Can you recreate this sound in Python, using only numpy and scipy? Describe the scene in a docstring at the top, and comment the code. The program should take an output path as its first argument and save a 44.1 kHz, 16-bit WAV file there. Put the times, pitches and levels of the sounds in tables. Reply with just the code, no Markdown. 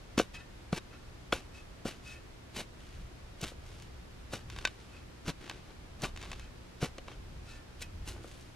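"""A steel spade chops into turf in an open field, a few metres from the microphone.
Each stroke thuds into the sod, knocks the shaft and crunches through roots and grit in tiny fractures;
stones click on the blade, which rings faintly as it is drawn out. The ground scatters a short tail.
Light wind rumbles on the microphone over a steady hiss and a faint hum."""
import sys
import numpy as np
from scipy import signal
from scipy.fft import rfft, irfft
from scipy.io import wavfile

SR = 44100
rng = np.random.default_rng(int(sys.argv[2]) if len(sys.argv) > 2 else 0)


def persist_wave(psi):
    """Save psi, clipped to +-1, as 16-bit WAV."""
    counts = np.round(np.clip(psi, -1, 1) * 32767).astype(np.int16)
    wavfile.write(sys.argv[1], SR, np.atleast_2d(counts).T)


N = 377055
SHORT = np.arange(8192) / SR   # time axis of one impulse response
HIT_GAIN = np.sqrt(SR / 200)   # turns an energy of one into an rms of one over 5 ms

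# chops into bare soil: t/s, crunch/dB, hold/s, fall/s, thud/dB, thud f/Hz, shaft knock/dB
CHOPS = [(.178, -32.5, .025, 0.037, -23.5, 250, -28), (0.728, -42, .045, 0.015, -24, 176, -30),
         (1.326, -33.5, 0.0024, 0.071, -32, 283, -21), (1.854, -40, 0.026, 0.084, -32.5, 222, -32)]
# cuts into turf: t/s, crunch/dB, hold/s, fall/s, thud/dB
CUTS = [(2.568, -39.5, 0.038, 0.033, -41), (3.429, -38, 0.012, 0.044, -36),
        (4.335, -38, 0.0033, 0.062, -38.5), (5.281, -34, 0.018, 0.022, -33),
        (6.033, -35.5, 0.021, 0.039, -33), (6.827, -36, 0.026, .035, -26), (7.819, -46, .005, 0.036, -54),
        (8.078, -46, 0.0082, 0.097, -43.5)]
# roots and grass giving way: t/s, level/dB, length/s, tilt/(dB per octave)
TEARS = [(.77, -40, 0.026, -1), (2.82, -63, .36, 0), (3.47, -52, .08, 2), (3.67, -61, 0.31, 1),
         (4.53, -54.5, 0.31, -1.5), (4.8, -64, 0.26, -1), (5.43, -53, 0.25, -2.5),
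         (5.66, -60.5, 0.13, -3.5), (6.21, -52.5, .27, -1.5), (7.08, -53, 0.12, -3.5),
         (8.11, -56, 0.29, -7.5), (8.25, -62.5, 0.39, 3)]
TEAR_SHAPE = (.2, .46, .46)   # proportions of rise, hold and fall
# modes of the blade held by soil: f/Hz, relative level/dB, t60/s
BURIED_BLADE = [(820, 4.5, 0.013), (960, 10, 0.0034), (1153, 2, 0.033), (1510, 3.5, 0.05),
                (2284, -5, 0.067), (2400, -0.5, 0.037), (2653, 4, 0.028), (2936, 6.5, 0.026),
                (3725, -1.5, 0.064), (4150, 0, 0.034), (4700, -4.5, 0.023), (5784, 1, 0.021),
                (7040, -14, 0.028)]


def spade_crunches():
    """The blade drives in: sudden in bare soil, swelling as it parts turf, thinner in a light cut."""
    # spectrum of crunching soil: f/Hz, relative level/dB
    soil_spectrum = [(50, 15.5), (130, 11), (300, 9), (600, 4), (900, 0), (1400, -2), (2000, -3),
                     (3000, -2.5), (4500, -6.5), (6500, -10.5), (10000, -16.5), (13000, -25.5),
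                     (15500, -47)]
    chop_rise_s, chop_tilt_db, cut_rise_s = .005, 0.95, .029
    firm_cut_db, thinning = -33.5, 0.23   # dB per octave of tilt for each dB below a firm cut
    chops = [(s, db, chop_rise_s, hold, fall, chop_tilt_db) for s, db, hold, fall, *_ in CHOPS]
    cuts = [(s, db, cut_rise_s, hold, fall, thinning * (firm_cut_db - db))
            for s, db, hold, fall, _ in CUTS]
    return strokes(chops + cuts, soil_spectrum, BURIED_BLADE, ring_db=-9, detune=0.0098, curve=1.04,
                   per_s=3800, spread_db=2.0, smooth_db=-5.0, slips_per_s=370, slip_db=7.5)


def impacts():
    """Chops, cuts and jolts as blows: t/s, thud/dB, thud f/Hz, knock/dB, knock tilt/(dB per octave)."""
    # the buried spade catches and its shaft jolts: t/s, knock/dB
    catches = [(0.1969, -19.5), (3.517, -46), (6.842, -35), (6.983, -43), (8.243, -42.5)]
    turf_hz, jolt_hz, jolt_tilt_db = 148, 235, -1.5
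    firm_knock_db, brightening = -29, 0.8   # dB per octave of tilt for each dB above a firm knock
    stops = [(s, thud_db, hz, knock_db) for s, *_, thud_db, hz, knock_db in CHOPS]
    stops += [(s, thud_db, turf_hz, thud_db - 4) for s, *_, thud_db in CUTS]
    jolts = [(s, knock_db - 21, jolt_hz, knock_db, jolt_tilt_db) for s, knock_db in catches]
    return [(*stop, brightening * (stop[-1] - firm_knock_db)) for stop in stops] + jolts


def spade_blows(thud_cycles, push_s, contact_s):
    """The sod takes each blow as a thud that dies by 60 dB in thud_cycles, while the shaft knocks."""
    # modes of the shaft: f/Hz, relative level/dB, t60/s
    shaft_modes = [(301, -2, 0.028), (459, -1, 0.042), (536, -3, 0.043), (720, -5, 0.038),
                   (1210, -2.5, 0.012), (1447, -4, 0.018), (2270, -12, 0.022), (3380, -13, 0.024)]
    out = np.zeros(N)
    contact = SHORT * np.exp(-SHORT / contact_s)
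    push = 1 - np.exp(-SHORT / push_s)
    for s, thud_db, hz, knock_db, tilt_db in impacts():
        thud = np.sin(2 * np.pi * hz * SHORT) * decay(thud_cycles / hz) * push
        knock = through(ringing(shaft_modes, tilt_db, vary_db=1.0, detune=0.0016), contact)
        add(out, s, HIT_GAIN * (from_db(thud_db) * unit(thud) + from_db(knock_db) * unit(knock)))
    return out


def root_tears():
    """Roots and grass snap as the blade is levered or trodden."""
    # spectrum of snapping roots: f/Hz, relative level/dB
    snap_spectrum = [(100, -22), (350, 7.5), (800, -6.5), (1500, -1), (3200, 2), (6000, -5), (10000, -12),
                     (15500, -30)]
    tears = shaped(TEARS, TEAR_SHAPE)
    return strokes(tears, snap_spectrum, BURIED_BLADE, ring_db=-11, detune=0.028, curve=1.4,
                   per_s=550, spread_db=5.5, smooth_db=-0.5, slips_per_s=240, slip_db=3.5)


def blade_draws():
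    """Drawn out, the blade skims the soil and rings freely."""
    # skims of the blade: t/s, level/dB, length/s, tilt/(dB per octave)
    skims = [(.351, -46, .05, -3.5), (.397, -52, 0.057, -6), (.93, -55.5, 0.085, -7),
             (1.565, -54.5, 0.098, -2.5), (2.085, -50.5, .17, -2), (4.955, -57, 0.14, -5.5),
             (6.42, -57.5, .12, -4), (7.505, -55, .18, -2), (7.822, -38.5, .016, 1.5)]
    # spectrum of steel sliding on soil: f/Hz, relative level/dB
    slide_spectrum = [(300, -9), (1200, -4.5), (2500, 2), (5000, 3.5), (9000, -3), (15500, -22)]
    # modes of the free blade: f/Hz, relative level/dB, t60/s
    free_blade = [(1425, 7.5, 0.039), (1795, -2, 0.29), (1980, -7, 0.12), (2260, -5, 0.076),
                  (2560, 11, 0.091), (2800, -5, 0.029), (2860, -26, 0.06), (3160, 1.5, 0.078),
                  (3750, 3, 0.027), (3980, 4, 0.026), (4600, -23, .04), (5230, -5, 0.041)]
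    draws = shaped(skims, (.38, .04, .58))
    return strokes(draws, slide_spectrum, free_blade, ring_db=2, detune=0.0075, curve=2.46,
                   per_s=2800, spread_db=4.5, smooth_db=5.5, slips_per_s=180, slip_db=4.5)


def stone_clicks(skid_s, ring_db, ring_growth):
    """A stone skids over the steel for a moment; the harder the hit, the more the blade rings."""
    # stones striking the blade: t/s, level/dB, tilt/(dB per octave)
    stones = [(.178, -29, -2), (.189, -30.5, 4), (.197, -28.5, -1), (.7282, -37, -0.5), (.781, -43, -1),
              (1.324, -28, -1.5), (3.4143, -42.5, 11.5), (3.4393, -38.5, 3.5), (3.8233, -51.5, 5),
              (4.3347, -34.5, -7), (4.5001, -44, 1.5), (4.5626, -45, 0.5), (4.5871, -40, 0.5),
              (4.6515, -22, .5), (4.6735, -34.5, 0), (5.4965, -36.5, 1.5), (6.02, -41.5, 7),
              (6.042, -31, -3.5), (6.162, -46.5, 1), (6.174, -44, 1.5), (6.2157, -47, 2), (6.227, -44, 2),
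              (6.316, -40, 1), (6.33, -41.5, -0.5), (6.396, -48.5, 3), (6.9826, -43.5, 0),
              (7.0827, -43, -3.5), (7.823, -43, 6)]
    # spectrum of a stone's crack: f/Hz, relative level/dB
    crack_spectrum = [(100, -19), (400, -4), (900, 6.5), (1400, 3.5), (2200, 3.5), (4200, -4), (6800, -7),
                      (9500, -18), (15500, -35)]
    out = np.zeros(N)
    hardest_db = max(db for _, db, _ in stones)
    for s, level_db, tilt_db in stones + grit(count=2, above_tear_db=4, top_db=-48.5, spread_db=2.5):
        ring = ringing(BURIED_BLADE, tilt_db, vary_db=3.5, detune=0.011)
        ring_gain = from_db(ring_db + ring_growth * (level_db - hardest_db))
        response = ring_gain * ring + colour(crack_spectrum, tilt_db)
        click = unit(signal.fftconvolve(skid(skid_s), response))
        add(out, s, HIT_GAIN * from_db(level_db) * click)
    return out


def grit(count, above_tear_db, top_db, spread_db):
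    """Each tear flicks grains at the blade at random moments: t/s, level/dB, tilt/(dB per octave)."""
    ticks = []
    for s, tear_db, _, hold, _, tilt_db in shaped(TEARS, TEAR_SHAPE):
        mean_db = min(tear_db + above_tear_db, top_db)
        for _ in range(count):
            ticks.append((s + hold * rng.random(), mean_db + spread_db * rng.standard_normal(), tilt_db))
    return ticks


def skid(decay_s):
    """A brief chattering contact that excites all pitches about evenly; energy one."""
    chatter = rng.standard_normal(len(SHORT)) * np.exp(-SHORT / decay_s)
    flat_spectrum = np.exp(1j * np.angle(rfft(chatter)))
    return unit(irfft(flat_spectrum)[:len(SHORT) // 2])


def strokes(moves, spectrum, modes, ring_db, detune, curve, **texture):
    """Grains swell and fade with the blade's travel, sounding in the soil and ringing the steel."""
    out = np.zeros(N)
    ring_gain = from_db(ring_db)   # steel against soil
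    for s, level_db, rise, hold, fall, tilt_db in moves:
        t = np.arange(-2 * rise, hold + 2 * fall, 1 / SR)
        away = np.maximum(-t / rise, 0) + np.maximum((t - hold) / fall, 0)
        envelope = from_db(level_db - 20 * away ** curve)   # 20 dB down after one rise or fall
        force = envelope * np.resize(grains(SR // 2, **texture), len(t))
        on_steel = force * np.resize(rng.choice([-1, 1], SR // 2), len(t))   # pushes on either face
        soil = signal.fftconvolve(force, colour(spectrum, tilt_db))
        steel = signal.fftconvolve(on_steel, ringing(modes, tilt_db, vary_db=3.5, detune=detune))
        add(out, s - 2 * rise, (soil + ring_gain * steel) / np.hypot(1, ring_gain))
    return out


def grains(size, per_s, spread_db, smooth_db, slips_per_s, slip_db):
    """Tiny fractures over smooth friction, bunched as the blade sticks and slips; rms one."""
    strength = from_db(spread_db * np.minimum(rng.exponential(1, size), 3))
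    snaps = (rng.random(size) < per_s / SR) * strength * rng.choice([-1, 1], size)
    slips = np.interp(np.arange(size) * slips_per_s / SR, np.arange(size), rng.uniform(-0.4, 1, size))
    friction = from_db(smooth_db) * unit(rng.standard_normal(size))
    return np.sqrt(size) * unit((unit(snaps) + friction) * from_db(slip_db * slips))


def ringing(modes, tilt_db, vary_db, detune):
    """Decaying modes; strengths vary with the point of contact, pitches with the soil's grip."""
    hz, level_db, t60 = np.transpose(modes)[:, :, None]
    hz = hz * np.exp(detune * rng.standard_normal(hz.shape))
    level_db = level_db + tilt_db * np.log2(hz) + vary_db * rng.standard_normal(hz.shape)
    signs = (-1) ** np.arange(len(hz))[:, None]
    partials = signs * from_db(level_db) * decay(t60) * np.sin(2 * np.pi * hz * SHORT)
    return unit(np.sum(partials, axis=0))


def open_field(x, pan_db, scatter_db, scatter_t60, port_db, port_hz):
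    """The ground scatters a short tail; in the treble the microphone's left port leads the right."""
    direct = x * from_db([[pan_db / 2], [-pan_db / 2]])
    tails = [unit(rng.standard_normal(len(SHORT)) * decay(scatter_t60)) for side in range(2)]
    scatter = np.array([through(x, tail) for tail in tails])
    treble = signal.sosfiltfilt(signal.butter(2, port_hz, "high", fs=SR, output="sos"), x)
    lead = from_db(port_db) * np.gradient(treble)   # a tiny lag between ports acts as a time derivative
    return direct + from_db(scatter_db) * scatter + lead * [[1], [-1]]


def wind(breeze_db):
    """Gusts buffet the microphone over a steady breeze, rumbling alike in both ports."""
    # gusts: t/s, level/dB, half length/s
    gusts = [(3.01, -44.5, 0.051), (3.766, -55.5, 0.29), (4.536, -46.5, 0.095), (6.275, -50.5, 0.27),
             (7.32, -51, 0.24), (8.02, -44.5, 0.15)]
    # spectrum of wind on the microphone: f/Hz, relative level/dB
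    rumble_spectrum = [(12, -19), (25, 0.5), (42, -3), (60, -0.5), (85, -4.5), (125, -11.5), (170, -15),
                       (300, -32), (700, -47), (3000, -65)]
    t = np.arange(N) / SR
    swells = sum(from_db(db) * np.exp(-((t - s) / half) ** 2) for s, db, half in gusts)
    return (from_db(breeze_db) + swells) * through(rng.standard_normal(N), colour(rumble_spectrum))


def hiss(level_db):
    """Each port of the microphone has its own steady hiss."""
    # spectrum of the hiss: f/Hz, relative level/dB
    hiss_spectrum = [(60, -1.5), (180, 3), (340, 3), (500, 0), (800, -3.5), (1300, -5.5), (2500, -9),
                     (5000, -14), (8000, -20.5), (11000, -24.5), (13500, -30), (15500, -43)]
    response = colour(hiss_spectrum)
    return from_db(level_db) * np.array([through(noise, response) for noise in rng.standard_normal((2, N))])


def hum():
    """The camera hums faintly in a few steady low tones."""
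    # tones of the hum: f/Hz, rms level/dB
    tones = [(120, -62), (180, -68.5), (240, -71), (299, -74), (360, -74)]
    t = np.arange(N) / SR
    return sum(np.sqrt(2) * from_db(db) * np.sin(2 * np.pi * (hz * t + rng.random())) for hz, db in tones)


def shaped(moves, shape):
    """Split each movement's length into rise, hold and fall in the proportions of shape."""
    shares = np.array(shape) / sum(shape)
    return [(s, level_db, *(length * shares), tilt_db) for s, level_db, length, tilt_db in moves]


def colour(spectrum, tilt_db=0):
    """Causal (minimum-phase) response with this spectrum, tilted per octave; energy one."""
    hz, level_db = np.transpose(spectrum)
    octave = np.log2(np.maximum(np.fft.rfftfreq(len(SHORT), 1 / SR), 1))
    curve_db = np.interp(octave, np.log2(hz), level_db) + tilt_db * np.maximum(octave, np.log2(hz[0]))
    cepstrum = irfft(np.log(from_db(curve_db)))
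    cepstrum[1:] *= 2   # fold onto positive time
    cepstrum[len(SHORT) // 2:] = 0
    return unit(irfft(np.exp(rfft(cepstrum))))


def decay(t60):
    """An envelope that falls by 60 dB in t60 seconds."""
    return np.exp(-np.log(1000) * SHORT / t60)


def from_db(db):
    """Decibels to gain."""
    return 10 ** (np.asarray(db) / 20)


def unit(x):
    """Scale to an energy of one."""
    return x / np.sqrt(np.sum(x ** 2) + 1e-20)


def add(track, s, sound):
    """Mix a sound into the track from time s on."""
    start = round(s * SR)
    part = sound[max(-start, 0):max(N - start, 0)]
    track[max(start, 0):max(start, 0) + len(part)] += part


def through(x, response):
    """Pass a signal through an impulse response, keeping its length."""
    return signal.oaconvolve(x, response)[:len(x)]


def scene():
    """The spade works a few metres off, just left of centre, with wind, hiss and hum behind it."""
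    spade = spade_crunches() + root_tears() + blade_draws()
    spade += spade_blows(thud_cycles=5.3, push_s=0.0021, contact_s=.00004)
    spade += stone_clicks(skid_s=.0017, ring_db=3.5, ring_growth=.3)
    placed = open_field(spade, pan_db=0.9, scatter_db=-20.5, scatter_t60=0.087, port_db=-2.5, port_hz=3800)
    return placed + wind(breeze_db=-53.0) + hiss(level_db=-54.5) + hum()


def record(dry):
    """The top is cut steeply above 15.6 kHz."""
    return signal.sosfilt(signal.ellip(10, .2, 80, 15600, fs=SR, output="sos"), dry)


dry = scene()
out = record(dry)
persist_wave(out)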